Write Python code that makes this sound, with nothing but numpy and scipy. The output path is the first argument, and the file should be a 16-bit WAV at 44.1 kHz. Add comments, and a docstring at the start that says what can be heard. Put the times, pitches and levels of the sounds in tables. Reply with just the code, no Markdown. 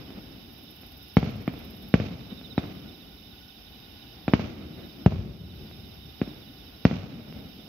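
"""Firework shells burst far off over a town at night, heard from a hillside garden.
The roll of an earlier shell fades under faint pops and a bush cricket's ticks (0.5-1.9 s).
Booms at 1.2, 1.9, 4.3, 5.1 and 6.9 s, weaker ones between: N-waves, wall slaps, then noise rolls off the land.
A near field cricket, swept wing tones on the right, swells at 2.2-2.6 s and stops.
Noise-band insects and town murmur last throughout; a limiter ducks everything after the big booms."""
import sys
import numpy as np
from scipy import signal
from scipy.fft import rfft, irfft
from scipy.io import wavfile
from scipy.ndimage import uniform_filter1d, minimum_filter1d

SR = 44100
rng = np.random.default_rng(int(sys.argv[2]) if len(sys.argv) > 2 else 0)


def dump(signal):
    """Clip the signal to [-1, 1] and save it as 16-bit WAV at the path in sys.argv[1]."""
    limited = np.clip(np.atleast_2d(signal).T, -1, 1)
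    pcm = np.round(limited * 32767).astype(np.int16)
    wavfile.write(sys.argv[1], SR, pcm)


N = 338688
TIME_S = np.arange(N) / SR

# Shell bursts, before all filters. Each row: arrival in seconds, level in dB, N-wave length in ms,
# lag of a second air path in ms, shelf gain above 450 Hz in dB, wall slap gain in dB.
SHELL_BURSTS = [(-.33, 11.5, 3.06, .55, 2, 2), (1.1692, 13.5, 4.2, 0.95, .5, 5),
                (1.4779, .5, 2.8, .86, -1, 0), (1.9405, 11.5, 4.04, 0.45, 0.5, 4),
                (2.579, 3.5, 2.7, 1.12, -2.5, -1), (4.2804, 2, 2.45, 1.2, -2.5, 3),
                (4.3360, 14, 2.9, 0.98, -3, 1.5), (5.0618, 17, 5.2, 1.21, -6.5, 3),
                (6.2156, .5, 3, 0.42, -3.5, -1.5), (6.8523, 14.5, 3.93, 0.65, 0.5, 2.5)]
# Faint pops of small charges, before all filters. Each row: start in seconds, level in dB.
SMALL_POPS = [(0.105, -27), (.1885, -30), (.834, -31), (2.4133, -27), (2.794, -37), (4.648, -40),
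              (5.7127, -29), (7.3259, -24)]
# Slaps from walls and roofs, inverted where they bend round an edge. Each row: delay in ms,
# level in dB before the burst's slap gain, polarity (sign), extra lag of the right side in ms, low-pass in Hz.
WALL_SLAPS = [(14.7, -15.5, -1, -.4, 1400), (32, -30, -1, .3, 1500), (59.9, -15.5, 1, -.07, 3000),
              (75.5, -22, -1, .2, 250), (101, -23, 1, 0, 250)]
# Colour of the scatter from trees and houses close by. Each row: frequency in Hz, gain in dB.
NEAR_COLOUR = [(40, 12.5), (70, 4), (100, 8), (150, 1.5), (300, -1), (700, 3), (1400, 5.5), (2600, 10),
               (5000, 20), (7000, 20.5), (10000, -23.5)]
# Colour of the long roll from the land. Each row: frequency in Hz, gain in dB.
FAR_COLOUR = [(50, 11.5), (95, 2), (150, 0.5), (280, 3.5), (500, 0), (1000, -1.5), (2000, 4.5), (4000, 1),
              (8000, -83)]
# What air and ground leave of a blast. 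Each row: frequency in Hz, gain in dB.
AIR_COLOUR = [(30, -18.5), (65, 4), (120, -4), (450, -3), (720, -2.5), (950, -6), (1300, 0.5), (1800, -1),
              (2700, 9), (4000, 17.5), (5500, -16), (7500, -37.5), (12000, -32.5)]
# Colour of the left, then the right microphone port. Each row of each: frequency in Hz, gain in dB.
PORT_COLOURS = [
    [(100, -0.95), (700, -2), (1400, -4), (2400, -10.5), (4000, -25.5), (5600, 5.5), (6600, -0.5)],
    [(100, -3), (700, -1), (1400, -4.5), (2400, -0.5), (4000, -18), (5600, 15), (6600, 18)],
]
# Far field crickets that sing throughout. Each row: strokes per second, pitch offset in Hz,
# mean level in dB before panning.
FAR_FIELD_CRICKETS = [(12, -140, -67.5), (18, -30, -65.5), (16.4, -90, -65.5), (11, 140, -68)]
# A bush cricket's runs of ticks. Each row: first tick in seconds, length in seconds,
# level in dB before scatter and the 1 dB noise level.
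BUSH_TICK_RUNS = [(.532, .13, -55.5), (0.711, 1.21, -53)]
# Low voices of the far insects, relative spectrum. Each row: frequency in Hz, level in dB.
CHORUS_COLOUR = [(1200, -23), (2000, -2), (2700, 9), (3300, 7), (3750, 6), (4300, 1), (5100, 10.5),
                 (5600, 0), (6500, -11), (7500, -43)]
# High insect voices and bush cricket ticks, relative spectrum. Each row: frequency in Hz, level in dB.
SIZZLE_COLOUR = [(8000, -36.5), (10000, -12.5), (11300, -3.5), (12400, 1.5), (14000, -1.5), (15700, -5.5)]
# Steady trills. Each row: mean frequency in Hz, width in Hz, level in dB before panning,
# left minus right in dB.
STEADY_TRILLS = [(1456, 55, -75.2, 17.5), (2980, 99, -67, -14.5), (3700, 280, -70.5, -22.5),
                 (5320, 76, -69, -15.5)]
# Murmur of the town, relative spectrum. Each row: frequency in Hz, level in dB.
TOWN_COLOUR = [(25, -46.5), (45, 2), (65, 4.5), (110, -1.5), (260, -2.5), (400, -9.5), (560, -17.5),
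               (780, -11.5), (950, -21), (1400, -22.5), (2000, -23.5), (5000, -30.5), (6500, -74.5)]

RISE_SHARE = 0.12  # front rise time constant / wave length
FRONT_AT_0_DB_HZ, FRONT_OCTAVES_PER_DB = 4300, 0.14  # stronger blasts keep a sharper front
BASS_CUT_AT_0_DB_HZ, BASS_OCTAVES_PER_DB = 97, 0.25  # small shells carry less bass
SECOND_PATH_DB, CRACK_DB = -9, 2.5
NEAR_ROLL_DB = 3.5
FAR_ROLL_AT_0_DB_DB, FAR_ROLL_DB_PER_DB = 2.5, -0.1021  # far roll varies less than the blast
PORT_LAG_MS = .09  # right port hears the blasts later

STROKE_START_HZ, STROKE_FALL_HZ, STROKE_S = 4070, 620, .042
PHRASE_STROKES_PER_S = 15.1
PHRASE_START_S, PHRASE_PEAK_S, PHRASE_END_S = 2.233, 2.51, 2.615
PHRASE_PEAK_DB, PHRASE_SWELL_DB_PER_S = -51, 36  # peak before flutter and panning
TICK_FIRST_GAP_S, TICK_GAP_GROWTH_S = .0525, .00035
TICK_WIDTH_S, TICK_SCATTER_DB = 0.0083, 0.5
RECORDER_TOP_HZ = 15650


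def fireworks():
    """Each blast arrives directly, slaps off walls and rolls over the land; small charges only pop."""
    lead_s = 1  # an earlier shell is still rolling at the start
    blast, near, far = np.zeros((3, 2, N + lead_s * SR))
    for arrival_s, db, length_ms, lag_ms, bright_db, slap_db in SHELL_BURSTS:
        start_s = arrival_s + lead_s
        wave = blast_wave(db, length_ms, bright_db)
        direct = through_air(wave, lag_ms)
        add(blast, start_s, direct)
        add(blast, start_s, undb(slap_db) * slaps(direct))
        # the roll comes over so many paths that their colours even out
        near_echoes, far_echoes = landscape()
        near_roll = signal.oaconvolve(near_echoes, wave[None], axes=1)
        far_roll = signal.oaconvolve(far_echoes, wave[None], axes=1)
        add(near, start_s, undb(NEAR_ROLL_DB) * near_roll)
        add(far, start_s, undb(FAR_ROLL_AT_0_DB_DB + FAR_ROLL_DB_PER_DB * db) * far_roll)
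    for arrival_s, db in SMALL_POPS:
        add(blast, arrival_s + lead_s, n_wave(db, length_ms=2.4, rise_ms=0.042))
    sound = colour(blast + colour(near, NEAR_COLOUR) + colour(far, FAR_COLOUR), AIR_COLOUR)
    sound[1] = np.roll(sound[1], round(PORT_LAG_MS * SR / 1000))
    # the ports lose the deep bass, so each wave swings back past zero
    sound = butter(sound, hz=158.6, kind="high", order=2)
    ports = np.vstack([colour(side, port) for side, port in zip(sound, PORT_COLOURS)])
    return ports[:, lead_s * SR:]


def blast_wave(db, length_ms, bright_db):
    """A shell's N-wave: long waves rise slowly, weak ones lose both edge and weight."""
    wave = n_wave(db, length_ms, RISE_SHARE * length_ms)
    front_hz = FRONT_AT_0_DB_HZ * 2 ** (FRONT_OCTAVES_PER_DB * db)
    bass_cut_hz = BASS_CUT_AT_0_DB_HZ / 2 ** (BASS_OCTAVES_PER_DB * db)
    wave = butter(wave, front_hz, "low", order=2)
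    wave = butter(wave, bass_cut_hz, "high", order=2)
    return wave + (undb(bright_db) - 1) * butter(wave, hz=450, kind="high", order=1)


def n_wave(db, length_ms, rise_ms, rear_ms=0.58, size=2048):
    """A steep pressure front, a straight fall into suction and a softer return."""
    ms = np.arange(size) * 1000 / SR
    front = 1 - np.exp(-ms / rise_ms)
    fall = 1 - 2 * ms / length_ms
    rear = (1 - np.tanh((ms - length_ms) / (2 * rear_ms))) / 2
    return undb(db) * front * fall * rear


def through_air(wave, lag_ms, fold_db=-21, fold_s=0.0044):
    """Uneven air splits the wave over two paths, frays its front and sharpens its crack."""
    split = wave.copy()
    add(split, lag_ms / 1000, wave * undb(SECOND_PATH_DB))
    fold_decay = np.exp(-TIME_S[:len(wave)] / fold_s)
    folds = undb(fold_db) * rng.standard_normal(len(wave)) * fold_decay
    frayed = np.convolve(wave, folds)[:len(wave)]
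    split += butter(frayed, hz=1060, kind="high", order=2)
    return split + (undb(CRACK_DB) - 1) * butter(split, hz=796, kind="high", order=1)


def slaps(wave, bass_cut_hz=110):
    """Dulled copies of a wave from nearby walls, which are too small for the deepest bass."""
    wave = butter(wave, bass_cut_hz, "high", order=1)
    out = np.zeros((2, SR // 4))
    for delay_ms, db, polarity, right_lag_ms, top_hz in WALL_SLAPS:
        echo = np.sign(polarity) * undb(db) * butter(wave, top_hz, "low", order=1)
        add(out[0], delay_ms / 1000, echo)
        add(out[1], (delay_ms + right_lag_ms) / 1000, echo)
    return out


def landscape(near_db=-51, near_t60_s=0.82, near_onset_s=0.041, yard_db=-43, yard_t60_s=0.16,
              far_db=-58, far_t60_s=3.18, far_onset_s=0.053, patchy_db=3, grain_db=2.4):
    """Echo noise of one burst: the yard scatters first, then trees and houses, and the land in uneven swells."""
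    t = TIME_S[:2 * SR]
    yard = undb(yard_db - 60 * t / yard_t60_s) * (1 - np.exp(-t / .001))
    since_onset_s = t - near_onset_s
    trees = undb(near_db - 60 * since_onset_s / near_t60_s) * (1 + np.tanh(since_onset_s / .022)) / 2
    trees = trees * undb(grain_db * walk(250)[:len(t)])
    land = undb(far_db - 60 * t / far_t60_s) * (1 - np.exp(-t / far_onset_s))
    swells = undb(patchy_db * walk(30.3)[:len(t)])
    # things in the yard are too small to throw back the bass
    yard_echoes = butter(diffuse(400, len(t)) * yard, hz=298, kind="high", order=2)
    near = yard_echoes + diffuse(600, len(t)) * trees
    return near, diffuse(800, len(t)) * land * swells


def crickets(wander_db=1.5, unsteady_strokes=.2):
    """Far field crickets waver in timing and level; a near one swells briefly and stops."""
    phrase_db = PHRASE_PEAK_DB - PHRASE_SWELL_DB_PER_S * np.maximum(PHRASE_PEAK_S - TIME_S, 0)
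    singing = (TIME_S > PHRASE_START_S) & (TIME_S < PHRASE_END_S)
    since_stroke_s = (TIME_S - PHRASE_START_S) % (1 / PHRASE_STROKES_PER_S)
    out = singing * field_cricket(since_stroke_s, 0, phrase_db)
    for strokes_per_s, offset_hz, db in FAR_FIELD_CRICKETS:
        stroke_phase = (TIME_S * strokes_per_s + unsteady_strokes * walk(4)) % 1
        out += field_cricket(stroke_phase / strokes_per_s, offset_hz, db + wander_db * walk(2))
    return out


def field_cricket(since_stroke_s, offset_hz, db, waver_hz=25, rough_hz=35, flutter_db=2.5):
    """Each wing stroke is a short, slightly rough tone that sinks as the wing slows."""
    along = np.minimum(since_stroke_s / STROKE_S, 1)
    hz = STROKE_START_HZ + offset_hz - STROKE_FALL_HZ * along
    hz = hz + waver_hz * walk(14) + rough_hz * walk(400)
    song = np.sin(np.pi * along) * np.sin(2 * np.pi * np.cumsum(hz) / SR)
    return song * undb(db + flutter_db * walk(25)) * pan(-24.5)


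def bush_cricket():
    """Runs of dry, very high wing ticks in noise; each gap is a little longer than the one before."""
    ticks = np.zeros(N)
    for start_s, length_s, db in BUSH_TICK_RUNS:
        tick_s, gap_s = start_s, TICK_FIRST_GAP_S
        for scatter in rng.standard_normal(40):  # at most 40 ticks a run
            if tick_s < start_s + length_s:
                bell = np.exp(-np.minimum(((TIME_S - tick_s) / TICK_WIDTH_S) ** 2, 20))
                ticks += undb(db + TICK_SCATTER_DB * scatter) * bell
            tick_s += gap_s
            gap_s += TICK_GAP_GROWTH_S
    return level(colour(diffuse(760), SIZZLE_COLOUR), db=1) * ticks


def chorus(low_db=-58, high_db=-60.0):
    """Many far insects blend into two bands of hiss; trills are tones with noise envelopes."""
    waver = undb(.6 * walk(16))
    out = level(colour(diffuse(900), CHORUS_COLOUR), low_db) * pan(-9) * waver
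    out += level(colour(diffuse(900), SIZZLE_COLOUR), high_db) * pan(-1.5)
    for mean_hz, width_hz, db, pan_db in STEADY_TRILLS:
        flutter = butter(rng.standard_normal((2, N)), width_hz / 2, "low", order=2)
        hz = mean_hz * (1 + .004 * walk(3.4))
        tone = np.sin(2 * np.pi * np.cumsum(hz) / SR)
        out += level(flutter * tone, db) * pan(pan_db)
    return out


def town(db=-51):
    """Far traffic: coloured noise with slow and quicker swells."""
    swell = undb(.7 * walk(2.5) + 1.2 * walk(14))
    return level(colour(diffuse(770), TOWN_COLOUR), db) * swell * pan(2.2)


def undb(db):
    """Decibels to gain."""
    return 10 ** (np.asarray(db) / 20)


def level(x, db):
    """Set the rms level."""
    return x * undb(db) / np.sqrt(np.mean(x ** 2))


def pan(db):
    """Gains of the two channels for a left minus right level."""
    return undb(np.array([[db], [-db]]) / 2)


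def butter(x, hz, kind, order):
    """Plain low-pass or high-pass."""
    sos = signal.butter(order, min(hz, SR / 2 - 1), kind, fs=SR, output="sos")
    return signal.sosfilt(sos, x)


def colour(x, points, size=4096):
    """Causal minimum-phase filter through (Hz, dB) points, built from the cepstrum."""
    hz, db = np.transpose(points)
    bin_hz = np.arange(size // 2 + 1) * SR / size
    gain = undb(np.interp(np.log(bin_hz + 1), np.log(hz), db))
    cepstrum = irfft(np.log(gain))
    cepstrum[1:size // 2] *= 2
    cepstrum[size // 2 + 1:] = 0
    response = irfft(np.exp(rfft(cepstrum)))
    return signal.oaconvolve(np.atleast_2d(x), response[None], axes=1)[:, :x.shape[-1]]


def walk(rate_hz):
    """Smooth random wander with a spread near 1."""
    k = int(SR / rate_hz)
    steps = np.repeat(rng.standard_normal(N // k + 1), k)
    return uniform_filter1d(steps, k)[:N]


def diffuse(split_hz, size=N):
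    """Noise from all around: alike at both ports in the bass, unrelated in the treble."""
    mid, side = rng.standard_normal((2, size))
    side = butter(side, split_hz, "high", order=1)
    return np.array([mid + side, mid - side])


def add(track, start_s, sound):
    """Mix a sound in at a time."""
    i = int(round(start_s * SR))
    part = sound[..., :max(track.shape[-1] - i, 0)]
    track[..., i:i + part.shape[-1]] += part


def scene():
    """The fireworks over the night's background."""
    return fireworks() + crickets() + bush_cricket() + chorus() + town()


def record(dry, ceiling=0.67, hold_s=0.19, release_db_per_s=17):
    """A limiter clamps each big boom, holds, then lets the night back in; the top is cut."""
    over_db = 20 * np.log10(np.maximum(np.abs(dry).max(axis=0) / ceiling, 1))
    half = int(hold_s * SR / 2)
    # origin=half makes the window look back only
    held_db = -minimum_filter1d(-over_db, 2 * half + 1, origin=half, mode="constant")
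    recovery_db = release_db_per_s * TIME_S
    cut_db = np.maximum.accumulate(held_db + recovery_db) - recovery_db
    limited = dry * undb(-uniform_filter1d(cut_db, size=24))
    top_cut = signal.ellip(12, .1, 80, RECORDER_TOP_HZ, fs=SR, output="sos")
    return signal.sosfilt(top_cut, limited)


dry = scene()
out = record(dry)
dump(out)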